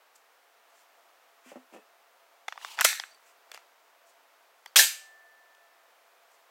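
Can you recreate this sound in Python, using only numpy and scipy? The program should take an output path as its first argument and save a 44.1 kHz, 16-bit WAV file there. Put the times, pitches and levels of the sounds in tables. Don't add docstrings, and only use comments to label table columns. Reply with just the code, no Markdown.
import sys
import numpy as np
from scipy import signal
from scipy.fft import rfft, irfft
from scipy.io import wavfile
from scipy.ndimage import uniform_filter1d, minimum_filter1d

SR = 44100
rng = np.random.default_rng(int(sys.argv[2]) if len(sys.argv) > 2 else 0)


def decibels_to_gain(level_db):
    exponent = np.asarray(level_db, float) / 20
    return 10 ** exponent


def output_pcm(signal):
    pcm = np.clip(np.atleast_2d(signal).T, -1, 1) * 32767
    wavfile.write(sys.argv[1], SR, np.round(pcm).astype(np.int16))


N = 286723


def colour(x, points):
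    hz, db = np.transpose(points)
    f = np.fft.rfftfreq(len(x), 1 / SR) + 1
    y = irfft(rfft(x) * decibels_to_gain(np.interp(np.log(f), np.log(hz), db)), len(x))
    return y / np.sqrt(np.mean(y ** 2))


def decay(t, t60):
    return 1000. ** (-t / t60)


def ring(push, modes):
    t = np.arange(len(push)) / SR
    body = sum(decibels_to_gain(db) * np.sin(2 * np.pi * hz * t) * decay(t, max(t60, .003)) for hz, db, t60 in modes)
    return signal.fftconvolve(push, body)[:len(t)]


def add(out, s, x, peak_db):
    i = int(s * SR)
    x = x[:N - i]
    out[i:i + len(x)] += x * decibels_to_gain(peak_db) / np.max(np.abs(x))


def walk(rate):
    k = int(SR / rate)
    held = np.repeat(rng.standard_normal(N // k + 1), k)
    return 1.2 * uniform_filter1d(held, k)[:N]


def air():
    # frequency in Hz, density in dB per Hz
    hiss_points = [(60, -49.5), (193, -30), (515, -7), (732, -5.5), (1250, -6), (4120, -18), (10000, -25),
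                   (15500, -22.5)]
    # frequency in Hz, width in Hz, level in dB
    duct_mode = (683, 23, -73.5)
    hz, width, db = duct_mode
    duct_points = [(hz - 3 * width, -60), (hz - width / 2, -3), (hz, 0),
                   (hz + width / 2, -3), (hz + 3 * width, -60)]
    duct = colour(rng.standard_normal(N), duct_points)
    hiss = colour(rng.standard_normal(N), hiss_points)
    return decibels_to_gain(-62.5 + .3 * walk(3)) * hiss + decibels_to_gain(db + 0.82 * walk(1.6)) * duct


def room(x):
    # band centre in Hz, level in dB
    bands = [(450, -24), (900, -0.5), (1600, 3.5), (2600, 2.5), (4200, 2), (7000, 3), (11000, -2),
             (14800, -3.5)]
    band_t60 = [.15, .31, .39, .39, .385, .37, .32, .29]
    onset_s = 0.0065
    t, reply = np.arange(SR // 2) / SR, 0
    for (hz, db), t60 in zip(bands, band_t60):
        edges = [(hz / 1.6, -30), (hz / 1.2, 0), (hz * 1.2, 0), (hz * 1.6, -30)]
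        band = colour(rng.standard_normal(len(t)), edges)
        reply = reply + decibels_to_gain(db) * np.sqrt(hz) * band * decay(t, t60)
    reply = reply * np.clip(t / onset_s, 0, 1) ** 2
    return signal.fftconvolve(x, reply / np.sqrt(np.sum(reply ** 2)))[:N]


def friction(low_points, grain_db, patchy_db):
    # frequency in Hz, density in dB per Hz
    high_points = [(2500, -28), (4500, 0.5), (7500, 5.5), (10000, -3), (15000, -7)]
    size_db = grain_db * np.minimum(rng.exponential(size=N), 3.5)
    slips = rng.standard_normal(N) * decibels_to_gain(size_db)
    return decibels_to_gain(patchy_db * walk(90)) * [colour(slips, high_points), colour(slips, low_points)]


def rubs():
    # peak in seconds, rise in seconds, fall in seconds, level above 3.5 kHz in dB,
    # lower part relative to it in dB
    shifts = [
        (.158, 0.011, 0.041, -62, -10),
        (.8, 0.13, 0.058, -67.5, -4),
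        (1.486, 0.047, 0.094, -61, 3.5),
        (1.745, 0.036, 0.052, -64, 4),
        (3.275, .06, 0.073, -66, -1.5),
        (3.55, 0.039, .06, -62.5, 7),
        (4.101, .05, 0.032, -64.5, -14),
        (6.335, .07, 0.066, -71, -7),
    ]
    # frequency in Hz, density in dB per Hz
    low_points = [(500, -6), (900, 14), (2500, 20.5), (3500, 11), (5000, -32)]
    fade_db = 16.5
    t = np.arange(N) / SR
    high, low = friction(low_points, grain_db=3.5, patchy_db=2.0)
    out = np.zeros(N)
    for s, rise, fall, db, low_db in shifts:
        away = np.maximum((s - t) / rise, (t - s) / fall)
        out += decibels_to_gain(db - fade_db * away ** 1.4) * (high + decibels_to_gain(low_db) * low)
    return out


def crate():
    # start in seconds, peak in dB, brightness in dB per octave,
    # boom of the lowest boards in dB
    knocks = [
        (1.46, -46, 1, 9),
        (1.517, -34.5, 6, -1),
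        (1.557, -31.5, 6.5, 13),
        (1.724, -43.5, -10, -18),
        (1.737, -37.5, 9, 1),
        (1.747, -38.5, 2, -3),
        (1.762, -35.5, 10.5, -8),
        (1.77, -41.5, 9, -12),
        (1.784, -46, -1, -12),
    ]
    # frequency in Hz, level in dB, t60 in seconds
    boards = [(190, -34, 0.14), (256, -2, 0.18), (341, 3, 0.055), (438, -3.5, 0.13), (517, -2, 0.057),
              (587, 5, 0.063), (730, 8, 0.014), (810, -11, 0.055), (1000, -2, 0.016), (1180, -9, .03),
              (1810, -19, 0.043), (2600, -18, 0.0098)]
    out, t = np.zeros(N), np.arange(8192) / SR
    for s, peak_db, bright_db, boom_db in knocks:
        modes = []
        for (hz, db, t60), spot in zip(boards, rng.standard_normal(len(boards))):
            tilt_db = bright_db * np.log2(hz / 400) + boom_db * (hz < 300)
            modes.append((hz, db + tilt_db + 2.0 * spot, t60))
        blow = t / 0.00037 * np.exp(-t / 0.00021)
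        scuff = 0.19 * rng.standard_normal(len(t)) * np.exp(-t / 0.012)
        add(out, s, ring(blow + scuff, modes), peak_db)
    thin_boards = signal.butter(2, 170, "high", fs=SR, output="sos")
    return signal.sosfilt(thin_boards, out)


def scrape():
    # time in seconds, level above 3.5 kHz in dB
    course = [
        (2.53, -85),
        (2.59, -69),
        (2.635, -58.5),
        (2.72, -58),
        (2.765, -61.5),
        (2.8, -51),
    ]
    # frequency in Hz, density in dB per Hz
    low_points = [(500, -29), (900, 3.5), (1600, -13), (2800, 1.5), (3800, -5), (5000, -10.5),
                  (7000, -23.5)]
    t = np.arange(N) / SR
    high, low = friction(low_points, grain_db=0.0, patchy_db=1.6)
    s, db = np.transpose(course)
    gate = np.clip(np.minimum(t - s[0], s[-1] - t) / 0.0083, 0, 1)
    return gate * decibels_to_gain(np.interp(t, s, db)) * (high + decibels_to_gain(8) * low)


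def pings():
    # start in seconds, peak in dB
    nudges = [
        (3.107, -54),
        (3.1125, -57),
        (3.118, -55),
        (3.146, -51),
        (3.183, -62),
        (4.671, -58),
        (4.676, -51),
        (4.681, -52),
    ]
    # frequency in Hz, level in dB, t60 in seconds
    pin = [(4605, 0, .065), (6100, -5, .012), (8100, -8, .008), (9050, -8, .01), (3400, -10, .008)]
    out, t = np.zeros(N), np.arange(8192) / SR
    for s, peak_db in nudges:
        nudge = rng.standard_normal(len(t)) * (1 - np.exp(-t / 0.00041)) * np.exp(-t / 0.0009)
        add(out, s, ring(nudge, pin), peak_db)
    return out


def barrel():
    # start in seconds, frequency in Hz, peak in dB, t60 in seconds
    tones = [(4.795, 1766, -55.5, 4.8), (4.795, 1766.38, -56, 4.8), (4.795, 770, -63, 2.4),
             (4.794, 1710, -26, .26), (4.794, 1822, -26, .26), (4.797, 1580, -29, .28),
             (4.7935, 1755, -7, .035), (4.7605, 3330, -13, .04), (4.7612, 2480, -16, .04),
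             (4.766, 3730, -16, .05), (4.765, 8160, -13, .03)]
    out, t = np.zeros(N), np.arange(2 * SR) / SR
    for s, hz, db, t60 in tones:
        tone = (1 - np.exp(-t / .0006)) * np.sin(2 * np.pi * hz * t) * decay(t, t60)
        add(out, s, tone, db)
    return signal.sosfilt(signal.butter(2, 600, "high", fs=SR, output="sos"), out)


def contacts(table, ring_db, t60, mid_db, spot_db, cycles, soft_hz, low_hz, top_hz, drag_s=0):
    # frequency in Hz, level in dB
    frame = [(900, -2.5), (1480, -29), (1950, -8.5), (2600, 7.5), (3350, 12.5), (4650, 3), (6200, -12.5),
             (7500, -11.5)]
    out, around, t = np.zeros(N), np.zeros(N), np.arange(2048) / SR
    edges = (low_hz, 2200, 5800, top_hz)
    bands = [signal.butter(3, edge, "band", fs=SR, output="sos") for edge in zip(edges, edges[1:])]
    droop = signal.butter(1, min(soft_hz, top_hz), fs=SR)
    for s, peak_db, hz, hard_db in table:
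        length = 0.00051 + cycles / hz + drag_s
        grit = rng.standard_normal(len(t)) * (1 - np.exp(-t / 0.00016)) * np.exp(-t / length)
        grit = signal.lfilter(*droop, grit)

        modes = []
        for (f, db), (detune, scatter) in zip(frame, rng.standard_normal((len(frame), 2))):
            soft_db = min(hard_db, 0) * np.log2(max(f / hz, 1))
            modes.append((f * (1 + .03 * detune), db - 14 + 3.5 * scatter + soft_db, t60))

        slope = np.array([-hard_db, mid_db, hard_db], float)
        slope[np.searchsorted(edges[1:3], hz)] += 4.5
        for band, db in zip(bands, peak_db - 3.0 + slope - slope.max()):
            add(out, s, signal.sosfilt(band, grit), db)
            click = signal.sosfilt(band, t == 0)
            crest = np.max(click ** 2) / np.sum(click ** 2)
            add(around, s, click, db + 10 * np.log10(length * SR / 8 * crest))

        stiffness = signal.butter(2, max(0.52 * hz, 4000), fs=SR, output="sos")
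        add(out, s, ring(signal.sosfilt(stiffness, grit), modes), peak_db - 4.0 + ring_db)
        spot_t60 = t60 * min(2500 / hz, 1)
        add(out, s, ring(grit, [(hz, 0, spot_t60)]), peak_db - 2.5 + spot_db)
    small_body = signal.butter(5, 480, "high", fs=SR, output="sos")
    return signal.sosfilt(small_body, [out, around])


def ticks():
    # start in seconds, peak in dB, ring in Hz,
    # hardness in dB per band
    touches = [(2.4812, -24, 857, -1), (2.4826, -28, 1990, -7), (2.4848, -23.5, 2000, -1.5),
               (2.524, -28, 1870, -5.5), (2.5273, -37, 2980, -6), (2.557, -39.5, 920, -12),
               (2.5765, -29.5, 1157, -12), (2.614, -39, 1000, -5.5), (2.647, -27, 1096, -5),
               (2.6478, -25.5, 3563, -7), (2.687, -42, 2400, -10), (2.774, -33.5, 2960, -6),
               (2.782, -30, 945, -10.5), (2.789, -17.5, 2188, -3.5), (2.796, -19.5, 1465, -4),
               (2.802, -17, 3386, -3.5), (2.8131, -16, 1705, -4), (2.817, -15, 1520, -6.5),
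               (2.8473, -10.5, 660, -16), (2.922, -31.5, 3380, -5.5), (2.9292, -25, 1910, -12),
               (2.9972, -29, 3440, -4), (2.9982, -20, 4870, -2), (2.9991, -29, 2100, 0),
              (3.037, -28, 1580, -16), (3.4971, -53, 6570, 2.5), (3.5156, -37.5, 4330, 4),
              (3.5168, -31, 2440, 20), (3.5402, -36, 6400, -3), (3.538, -48, 1100, -3),
              (3.545, -27, 2750, 4), (3.565, -47, 4480, -4), (3.575, -35.5, 1310, -1),
              (4.6594, -39, 12500, 0.5), (4.66, -34.5, 1910, 2), (4.6619, -32.5, 3140, -1.5),
              (5.5491, -49.5, 3970, 9)]
    return contacts(touches, ring_db=-2.5, t60=.013, mid_db=7.5, spot_db=-2, cycles=0.6,
                    soft_hz=5060, low_hz=567, top_hz=15000)


def rattle():
    # start in seconds, length in seconds, first peak in dB, last peak in dB
    spells = [
        (2.859, .06, -28, -37.5),
        (4.77, .023, -6, -6),
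        (4.792, .062, -12.5, -25.5),
    ]
    per_s, scatter_db = 190, 5
    low_hz, high_hz, hard_db = 3570, 9030, 10
    rows = []
    for s, length, first_db, last_db in spells:
        count = round(length * per_s)
        for k, (late, spot, size) in enumerate(rng.random((16, 3))[:count]):
            at = (k + late) / count
            hz = low_hz * (high_hz / low_hz) ** spot
            peak_db = first_db + at * (last_db - first_db) + scatter_db * (2 * size - 1)
            rows.append((s + at * length, peak_db, hz, hard_db))
    return rows


def steel_blows():
    # start in seconds, peak in dB, ring in Hz, hardness in dB per band
    blows = [
        (2.809, -8.5, 8800, 0),
        (2.843, -14, 4000, 4),
        (2.8462, -1, 9760, 3),
        (2.8485, -5.5, 3300, -1.5),
        (2.849, -6, 2000, 4),
        (2.886, -24.5, 2500, 1.5),
        (4.7585, -3, 3454, -0.5),
        (4.7605, -5.5, 3343, 3.5),
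        (4.765, 1.5, 8190, 2.5),
        (4.7935, -10.5, 4200, -1),
    ]
    steel = dict(t60=.022, mid_db=2.5, spot_db=-7, cycles=13, soft_hz=14900, top_hz=14600)
    struck = contacts(blows, ring_db=-8, low_hz=1000, **steel)
    return struck + contacts(rattle(), ring_db=-7.5, low_hz=1400, drag_s=0.013, **steel)


def scene():
    metal, metal_around = steel_blows()
    small, small_around = ticks()
    wood = crate()
    wet = room(decibels_to_gain(-6.5) * metal_around + decibels_to_gain(-11.5) * small_around + decibels_to_gain(-5) * wood)
    return (metal + small + pings() + wood + rubs() + scrape() + barrel() + wet + air())[None]


def roll_off(x):
    return signal.sosfilt(signal.butter(12, 16730, fs=SR, output="sos"), x)


def record(dry):
    limit, hold = .62, int(.0015 * SR)
    squeeze = np.minimum(limit / (np.abs(dry) + 1e-9), 1) ** .85
    x = dry * uniform_filter1d(minimum_filter1d(squeeze, hold), hold)
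    x = signal.sosfilt(signal.butter(8, 190, "high", fs=SR, output="sos"), x)
    x = signal.sosfilt(signal.cheby1(8, .2, 15800, fs=SR, output="sos"), x)
    return roll_off(x)


dry = scene()
out = record(dry)
output_pcm(out)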